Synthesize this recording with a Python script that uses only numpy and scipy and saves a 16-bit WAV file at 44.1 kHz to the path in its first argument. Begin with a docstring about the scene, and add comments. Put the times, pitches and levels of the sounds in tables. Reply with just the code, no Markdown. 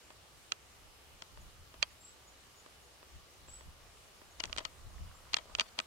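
"""From the start electronics hiss and whine, filtered noise and a sine, in a quiet winter wood where a mink stands.
Thin arched bird whistles come early and recur; soon a hard shell very close by, most likely the plastic housing
round the two microphones, creaks and snaps: bursts of force ring its modes. Puffs of low noise follow as air
nudges the microphones. From about 4 s the mink creeps off over crusted snow, in noise and dull ticks,
and the shell's clicks crowd into quick clusters."""
import sys
import numpy as np
from scipy import signal
from scipy.fft import rfft, irfft
from scipy.io import wavfile
from scipy.ndimage import map_coordinates

SR = 44100
rng = np.random.default_rng(int(sys.argv[2]) if len(sys.argv) > 2 else 0)


def unload_audio(sound):
    """Save the sound as a 16-bit wav file, at the path given as the first command line argument."""
    columns = np.transpose(np.atleast_2d(sound))
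    # keep every value between -1 and 1, then stretch to whole-number steps
    steps = np.round(np.clip(columns, -1, 1) * 32767)
    wavfile.write(sys.argv[1], SR, steps.astype(np.int16))


N = 258426
TIME = np.arange(N) / SR


def from_db(db):
    """Decibels to gain."""
    return 10 ** (np.asarray(db) / 20)


def rms_one(x):
    """Scale to unit rms."""
    return x / np.sqrt(np.mean(x ** 2) + 1e-20)


def at_hz(points, hz):
    """Read a curve on a log-frequency axis."""
    curve_hz, values = np.transpose(points)
    return np.interp(np.log(hz), np.log(curve_hz), values)


def cut(x, hz, kind, order=2):
    """Butterworth filter."""
    return signal.sosfilt(signal.butter(order, hz, kind, fs=SR, output="sos"), x)


def sine(phase):
    """Sine of rms 1 from a phase in cycles."""
    return np.sqrt(2) * np.sin(2 * np.pi * phase)


def drift(knots_per_s):
    """Smooth random curve of rms 1 through so many random knots a second."""
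    knots = rng.standard_normal(4096)
    steps_s = TIME[::32]
    curve = map_coordinates(knots, [steps_s * knots_per_s], order=3, mode="wrap")
    return np.interp(TIME, steps_s, rms_one(curve))


def resonate(x, hz, width_hz):
    """Two-pole resonance with gain 1 on top."""
    r = np.exp(-np.pi * width_hz / SR)
    zeros = np.array([1, 0, -1]) * (1 - r * r) / 2
    poles = [1, -2 * r * np.cos(2 * np.pi * hz / SR), r * r]
    return signal.lfilter(zeros, poles, x)


# left-right correlation of noise, before each source's factor: (f/Hz, correlation/1)
LEFT_RIGHT_LIKENESS = [(60, 1), (150, 0.8), (380, 0.5), (950, 0.37), (2380, 0.12), (5980, 0.03),
                       (15000, 0.09)]


def banded_noise(spectrum, patchy_db, patches_per_s, likeness, count):
    """Bands of stereo noise, each with its own level, flicker and left-right likeness; rms 1."""
    low_edge_hz, high_edge_hz = max(spectrum[0][0], 14), min(spectrum[-1][0], 17000)
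    edges_hz = np.geomspace(low_edge_hz, high_edge_hz, count + 1)
    white = rng.standard_normal((2, 2, N))
    out = 0
    for k, (low_hz, high_hz) in enumerate(zip(edges_hz, edges_hz[1:])):
        mid, side = cut(white[k % 2], [low_hz, high_hz], "band")
        centre_hz = np.sqrt(low_hz * high_hz)
        alike = np.clip(likeness * at_hz(LEFT_RIGHT_LIKENESS, centre_hz), -1, 1)
        gain = from_db(at_hz(spectrum, centre_hz) + patchy_db * drift(patches_per_s))
        out = out + gain * (np.sqrt(1 + alike) * mid + np.sqrt(1 - alike) * side * [[1], [-1]])
    return rms_one(out)


def slip_force(t, t60_s, rise_s=0.00033, catches_per_s=9000, jolt=2.2, evenness=0.63, passes=4):
    """One slip: tiny catches swell to a jolt and die away, smeared in time but evened in spectrum."""
    swell = np.exp(np.minimum(t, 0) / rise_s)
    envelope = swell * from_db(-60 * np.maximum(t, 0) / max(t60_s, .001))
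    caught = rng.random(len(t)) < catches_per_s / SR
    force = envelope * caught * rng.standard_normal(len(t))
    force[np.searchsorted(t, 0)] += jolt
    for _ in range(passes):
        spectrum = rfft(force)
        evened = spectrum / (np.abs(spectrum) + 1e-9) ** evenness
        force = irfft(evened, len(t)) * envelope ** 0.023
    return force


# shell modes, levels relative within each microphone, before tilt and scatter:
# (f/Hz, width/Hz, snap left level/dB, snap right level/dB, creak left level/dB, creak right level/dB)
SHELL_MODES = [(252, 490, -29, -67, -23, -16), (636, 48, -51, 4.5, 3.5, -36),
               (974, 140, -48, -76, -20, 3.5), (1318, 87, -17, 3.5, 4, -11),
               (1470, 150, 3, -12, -9.5, -11.5), (1930, 210, -2.5, 2.5, 2, -13),
               (2480, 183, 11.5, -3.5, -3, -5), (2805, 186, 8, 12, 2.5, -9), (3222, 240, 14, -37, 4, -11),
               (3980, 480, -7, -1, 3, -9), (4350, 350, -24, 3, 3.5, -31), (4750, 230, -12, -21, 3, -27),
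               (5900, 540, -28, -5, -21, -5.5), (6790, 420, -9, -22, -26, -4),
               (8180, 560, -56, -67, -34, -0.5), (12000, 1900, -58, -5, -7.5, -56)]


def housing(force, creak, tilt_db_per_octave, scatter_db=1.5, detune=0.027,
            contact_hz=7000, edge_hz=9800, lowest_hz=190):
    """Force rings the shell's modes: in step on the right, with alternating signs on the left."""
    out = np.zeros((2, len(force)))
    for k, (hz, width_hz, *levels) in enumerate(SHELL_MODES):
        snap_db, creak_db = np.reshape(levels, (2, 2))
        level_db = snap_db + creak * (creak_db - snap_db)
        level_db = level_db + tilt_db_per_octave * np.log2(hz) + scatter_db * rng.standard_normal()
        mode = resonate(force, hz * (1 + detune * rng.standard_normal()), width_hz)
        out += np.outer(from_db(level_db) * [(-1) ** k, 1], mode)
    softened = cut(cut(out, contact_hz, "low", order=4), edge_hz, "low", order=4)
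    return cut(softened, lowest_hz, "high")


# sharp snaps, louder on the right, levels over 4 ms before the trim:
# (t/s, level/dB, colour/1 from snap 0 to creak 1, tilt/(dB/octave), T60/s)
SHELL_SNAPS = [(0.5207, -28, 0.47, -0.5, 0.0077), (1.8273, -22, .02, 2.5, 0.012),
               (4.455, -43, 0.87, 2, .0074), (4.5287, -35, 0.054, -0.5, 0.0035),
               (4.564, -42, 0.66, -7, 0.0089), (5.3426, -23, 0.017, 4, .004), (5.551, -31, 0.18, 1, .003),
               (5.5972, -23.5, 0.054, 0.5, .004), (5.613, -37.5, 0.55, -7.5, 0.015),
               (5.8011, -34, 0.55, -6.5, .0054)]
# creaky clicks, the loud ones louder on the left, levels over 4 ms before the trim: (t/s, level/dB, T60/s)
SHELL_CREAKS = [(0.1042, -52, .016), (1.2218, -42, .01), (1.3739, -53.5, .012), (1.7416, -52, .009),
                (2.6621, -53, 0.016), (3.0286, -54, 0.017), (3.484, -54, 0.013), (3.6091, -54, .013),
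                (4.2166, -54.5, .014), (4.3997, -42, .007), (4.4027, -34, 0.011), (4.436, -45, .01),
                (4.4381, -32.5, 0.011), (4.4477, -47, 0.046), (4.4962, -51, 0.013), (4.5756, -39, 0.0067),
                (4.5826, -32, 0.016), (4.5903, -40.7, 0.023), (4.6037, -47, 0.048), (4.651, -33, 0.016),
                (5.3335, -34.5, 0.014), (5.3677, -31, 0.013), (5.3847, -43.5, 0.025), (5.497, -58, .012),
                (5.585, -39.5, 0.063), (5.6078, -29.5, 0.024), (5.78, -50.5, .04), (5.7894, -28.5, 0.02)]
# pans are left minus right
SNAP_PAN_DB, CREAK_PAN_DB, CREAK_PAN_DB_PER_DB = -6, 5.5, 0.36
CREAK_COLOUR, CREAK_FULL_DB, CREAK_TILT_PER_DB = 0.96, -36.5, 0.51
CREAK_EVEN_S, CREAK_TILT_PER_DOUBLING = 0.018, 1  # a full creak with this T60 has no tilt


def slips():
    """Every slip of the shell with its pan, colour and tilt; soft or slow creaks are duller."""
    for s, level_db, colour, tilt, t60_s in SHELL_SNAPS:
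        yield s, level_db, SNAP_PAN_DB, colour, tilt, t60_s
    for s, level_db, t60_s in SHELL_CREAKS:
        softer_db = max(CREAK_FULL_DB - level_db, 0)
        pan_db = CREAK_PAN_DB - CREAK_PAN_DB_PER_DB * softer_db
        doublings = np.log2(t60_s / CREAK_EVEN_S)
        tilt = -CREAK_TILT_PER_DB * softer_db - CREAK_TILT_PER_DOUBLING * doublings
        yield s, level_db, pan_db, CREAK_COLOUR, tilt, t60_s


def clicks(tail_db=-21, tail_t60_s=0.063, tail_low_hz=500, tail_high_hz=3000,
           knock_db=-19, knock_t60_s=0.037, knock_hz=290, knock_width_hz=200, trim_db=1.52):
    """Each slip rings the housing and leaves a short dull tail; a creak also knocks the whole shell."""
    lead, attack = SR // 200, SR // 250
    t = np.arange(-lead, SR // 12) / SR
    out = np.zeros((2, N + len(t)))
    for s, level_db, pan_db, creak, tilt, t60_s in slips():
        ring = housing(slip_force(t, t60_s), creak, tilt)
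        ring /= np.sqrt(np.sum(ring[:, :lead + attack] ** 2, axis=1, keepdims=True) / attack)
        tail = rms_one(cut(rng.standard_normal((2, len(t))), [tail_low_hz, tail_high_hz], "band"))
        tail = tail * from_db(tail_db - 60 * t / tail_t60_s)
        # the low knock moves both microphones together
        knock = rms_one(resonate(rng.standard_normal(len(t)), knock_hz, knock_width_hz))
        knock = creak * knock * from_db(knock_db - 60 * t / knock_t60_s)
        sides = rms_one(from_db([[pan_db / 2], [-pan_db / 2]]))
        click = sides * ring + (t > 0) * (tail + knock)
        start = int(s * SR) - lead
        out[:, start:start + len(t)] += from_db(level_db + trim_db) * click
    return out[:, :N]


def crumbs(per_s=70, spread_db=4, low_hz=500, high_hz=2200, width_hz=350, count=8):
    """Grains of crust give way at random, each a short dull tick at one of a few pitches; rms 1."""
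    sizes_db = spread_db * np.minimum(rng.exponential(1, N), 3)
    grains = (rng.random(N) < per_s / SR) * from_db(sizes_db)
    dealt = rng.integers(0, count, N)
    ticks = 0
    for k, hz in enumerate(np.geomspace(low_hz, high_hz, count)):
        ticks = ticks + resonate(grains * (dealt == k) + 1e-18, hz, width_hz)
    return rms_one(ticks)


# paws and belly on the crust, before the shares of rustle and crumbs: (t/s, level/dB)
SCUFF_LEVEL = [(0, -108), (4.2, -67.5), (4.45, -63), (4.75, -65), (4.98, -63), (5.2, -63), (5.3, -63),
               (5.5, -59), (5.7, -62.5), (5.86, -66)]
# relative density: (f/Hz, level/(dB per Hz))
SCUFF_SPECTRUM = [(200, 1), (450, -10), (620, 5), (800, -9), (1000, -2.5), (1200, 10.5), (1600, -19),
                  (3000, -13), (8000, -11.5)]


def paws(rustle_db=-2.5, crumbs_db=-8.5):
    """Paws and belly scuff the crust: patchy noise with crumbling grains, under one level curve."""
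    rustle = banded_noise(SCUFF_SPECTRUM, patchy_db=4.0, patches_per_s=76, likeness=1.0, count=14)
    level_db = np.interp(TIME, *np.transpose(SCUFF_LEVEL))
    return from_db(level_db) * (from_db(rustle_db) * rustle + from_db(crumbs_db) * crumbs())


# direct sound, before fades, flutter and echoes: (t/s, length/s, top pitch f/Hz, level/dB)
CALLS = [(.025, .06, 7300, -74), (1.406, 0.033, 6840, -69), (1.896, .045, 6800, -71),
         (1.993, 0.16, 7720, -62.5), (2.262, 0.059, 6840, -67.5), (2.555, 0.069, 6850, -68.5),
         (2.82, .045, 6840, -74), (3.471, 0.15, 7840, -59), (4.152, .025, 6450, -71),
         (4.307, .024, 6760, -65.5), (5.145, .035, 7430, -69), (5.79, .045, 8100, -69)]
CREST_SHARE, ARCH_HZ_PER_S = 0.62, 2160  # pitch tops out this far into a call; longer calls start lower
ATTACK_SHARE, RELEASE_SHARE = 0.15, 0.36  # of a call's length
WOOD_T60_S = .3


def birds(waver_hz=70, flutter_db=3.0, echo_db=-7, count=24):
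    """Thin wavering whistles, each an arch of pitch, scattered by the trunks on their way."""
    song = np.zeros(N)
    waver, flutter = waver_hz * drift(250), flutter_db * drift(120)
    for s, length_s, top_hz, level_db in CALLS:
        now = (TIME > s) & (TIME < s + length_s)
        along = (TIME[now] - s) / length_s
        hz = top_hz - ARCH_HZ_PER_S * length_s * (along / CREST_SHARE - 1) ** 2
        fade = np.clip(np.minimum(along / ATTACK_SHARE, (1 - along) / RELEASE_SHARE), 0, 1)
        whistle = sine(np.cumsum(hz + waver[now]) / SR)
        song[now] += fade * from_db(level_db + flutter[now]) * whistle
    out = np.array([song, song])
    for side in out:
        for delay_s in rng.uniform(0.0044, 0.091, count):
            lag = max(int(delay_s * SR), 1)
            side[lag:] += song[:-lag] * from_db(echo_db - 60 * delay_s / WOOD_T60_S) / 2
    return out


# puffs of air, before the sway and flutter trims: (peak t/s, peak level/dB, swell time constant/s)
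PUFFS = [(.85, -65, .06), (1.14, -62.5, 0.035), (1.39, -55, .06), (1.61, -60.5, 0.051), (1.81, -60.5, .045),
         (3.16, -57, 0.038), (3.49, -60.5, 0.075), (3.675, -53.5, 0.022), (3.84, -64, 0.064),
         (4.5, -56.5, 0.096), (4.87, -53, 0.074), (5.01, -48.5, 0.059), (5.28, -64, 0.092),
         (5.54, -60, 0.067)]
PUFF_FALL_RATIO = 1.28  # fall time over swell time


def airflow(calm_db, lag_s):
    """Strength of the moving air: puffs swell and die away over a calm."""
    power = from_db(calm_db) ** 2
    for s, peak_db, swell_s in PUFFS:
        t = TIME - s - lag_s
        puff = np.exp(-np.maximum(-t, t / PUFF_FALL_RATIO) / swell_s)
        power = power + (from_db(peak_db) * puff) ** 2
    return np.sqrt(power)


# relative density: (f/Hz, level/(dB per Hz))
SWAY_SPECTRUM = [(18, 0.5), (30, 3.5), (45, -4.5), (58, -3)]
# relative density: (f/Hz, level/(dB per Hz))
FLUTTER_SPECTRUM = [(52, -0.5), (70, 4.5), (100, -11), (150, -12.5), (260, -28)]


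def buffeting(sway_trim_db=1.3, flutter_trim_db=2.5):
    """Slow eddies lag the quicker flutter, which is more alike at both microphones."""
    sway = banded_noise(SWAY_SPECTRUM, patchy_db=-0.5, patches_per_s=10.0, likeness=0.17, count=3)
    flutter = banded_noise(FLUTTER_SPECTRUM, patchy_db=1.0, patches_per_s=9.1, likeness=0.54, count=5)
    # calm levels before trim
    sway = airflow(calm_db=-78.5, lag_s=0.012) * sway
    flutter = airflow(calm_db=-71.5, lag_s=0) * flutter
    return from_db(sway_trim_db) * sway + from_db(flutter_trim_db) * flutter


# still air and hiss, relative density: (f/Hz, level/(dB per Hz))
HUSH_SPECTRUM = [(59, -24), (100, -3.5), (214, -11.5), (438, -6), (576, -7.5), (917, -7.5), (998, -5.5),
                 (1130, -13), (1550, -11), (2990, -11.5), (4860, -13), (6810, -15.5), (7410, -16),
                 (8770, -17), (15500, -26)]
# faint hollow tones: (f/Hz, width/Hz, level/dB)
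HOLLOW_TONES = [(1169, 98, -73), (1384, 66, -79), (2936, 100, -76)]


def still_air_and_hiss(level_db=-60.5):
    """Slightly flickering broadband noise, with faint hollow tones from narrow resonances."""
    noise = banded_noise(HUSH_SPECTRUM, patchy_db=1.0, patches_per_s=12, likeness=1.0, count=22)
    hush = from_db(level_db) * noise
    for hz, width_hz, tone_db in HOLLOW_TONES:
        tone = rms_one(resonate(rng.standard_normal((2, N)), hz, width_hz))
        hush = hush + from_db(tone_db) * tone
    return hush


def whine(hz=8800, level_db=-88):
    """The electronics whine: one steady sine."""
    return from_db(level_db) * sine(hz * TIME)


def scene():
    """Clicks up close, paws and birds farther off, over moving air, hush and whine."""
    return clicks() + paws() + birds() + buffeting() + still_air_and_hiss() + whine()


def record(dry, cutoff_hz=15800):
    """A steep elliptic low-pass cuts the top."""
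    return signal.sosfilt(signal.ellip(10, .1, 70, cutoff_hz, fs=SR, output="sos"), dry)


dry = scene()
out = record(dry)
unload_audio(out)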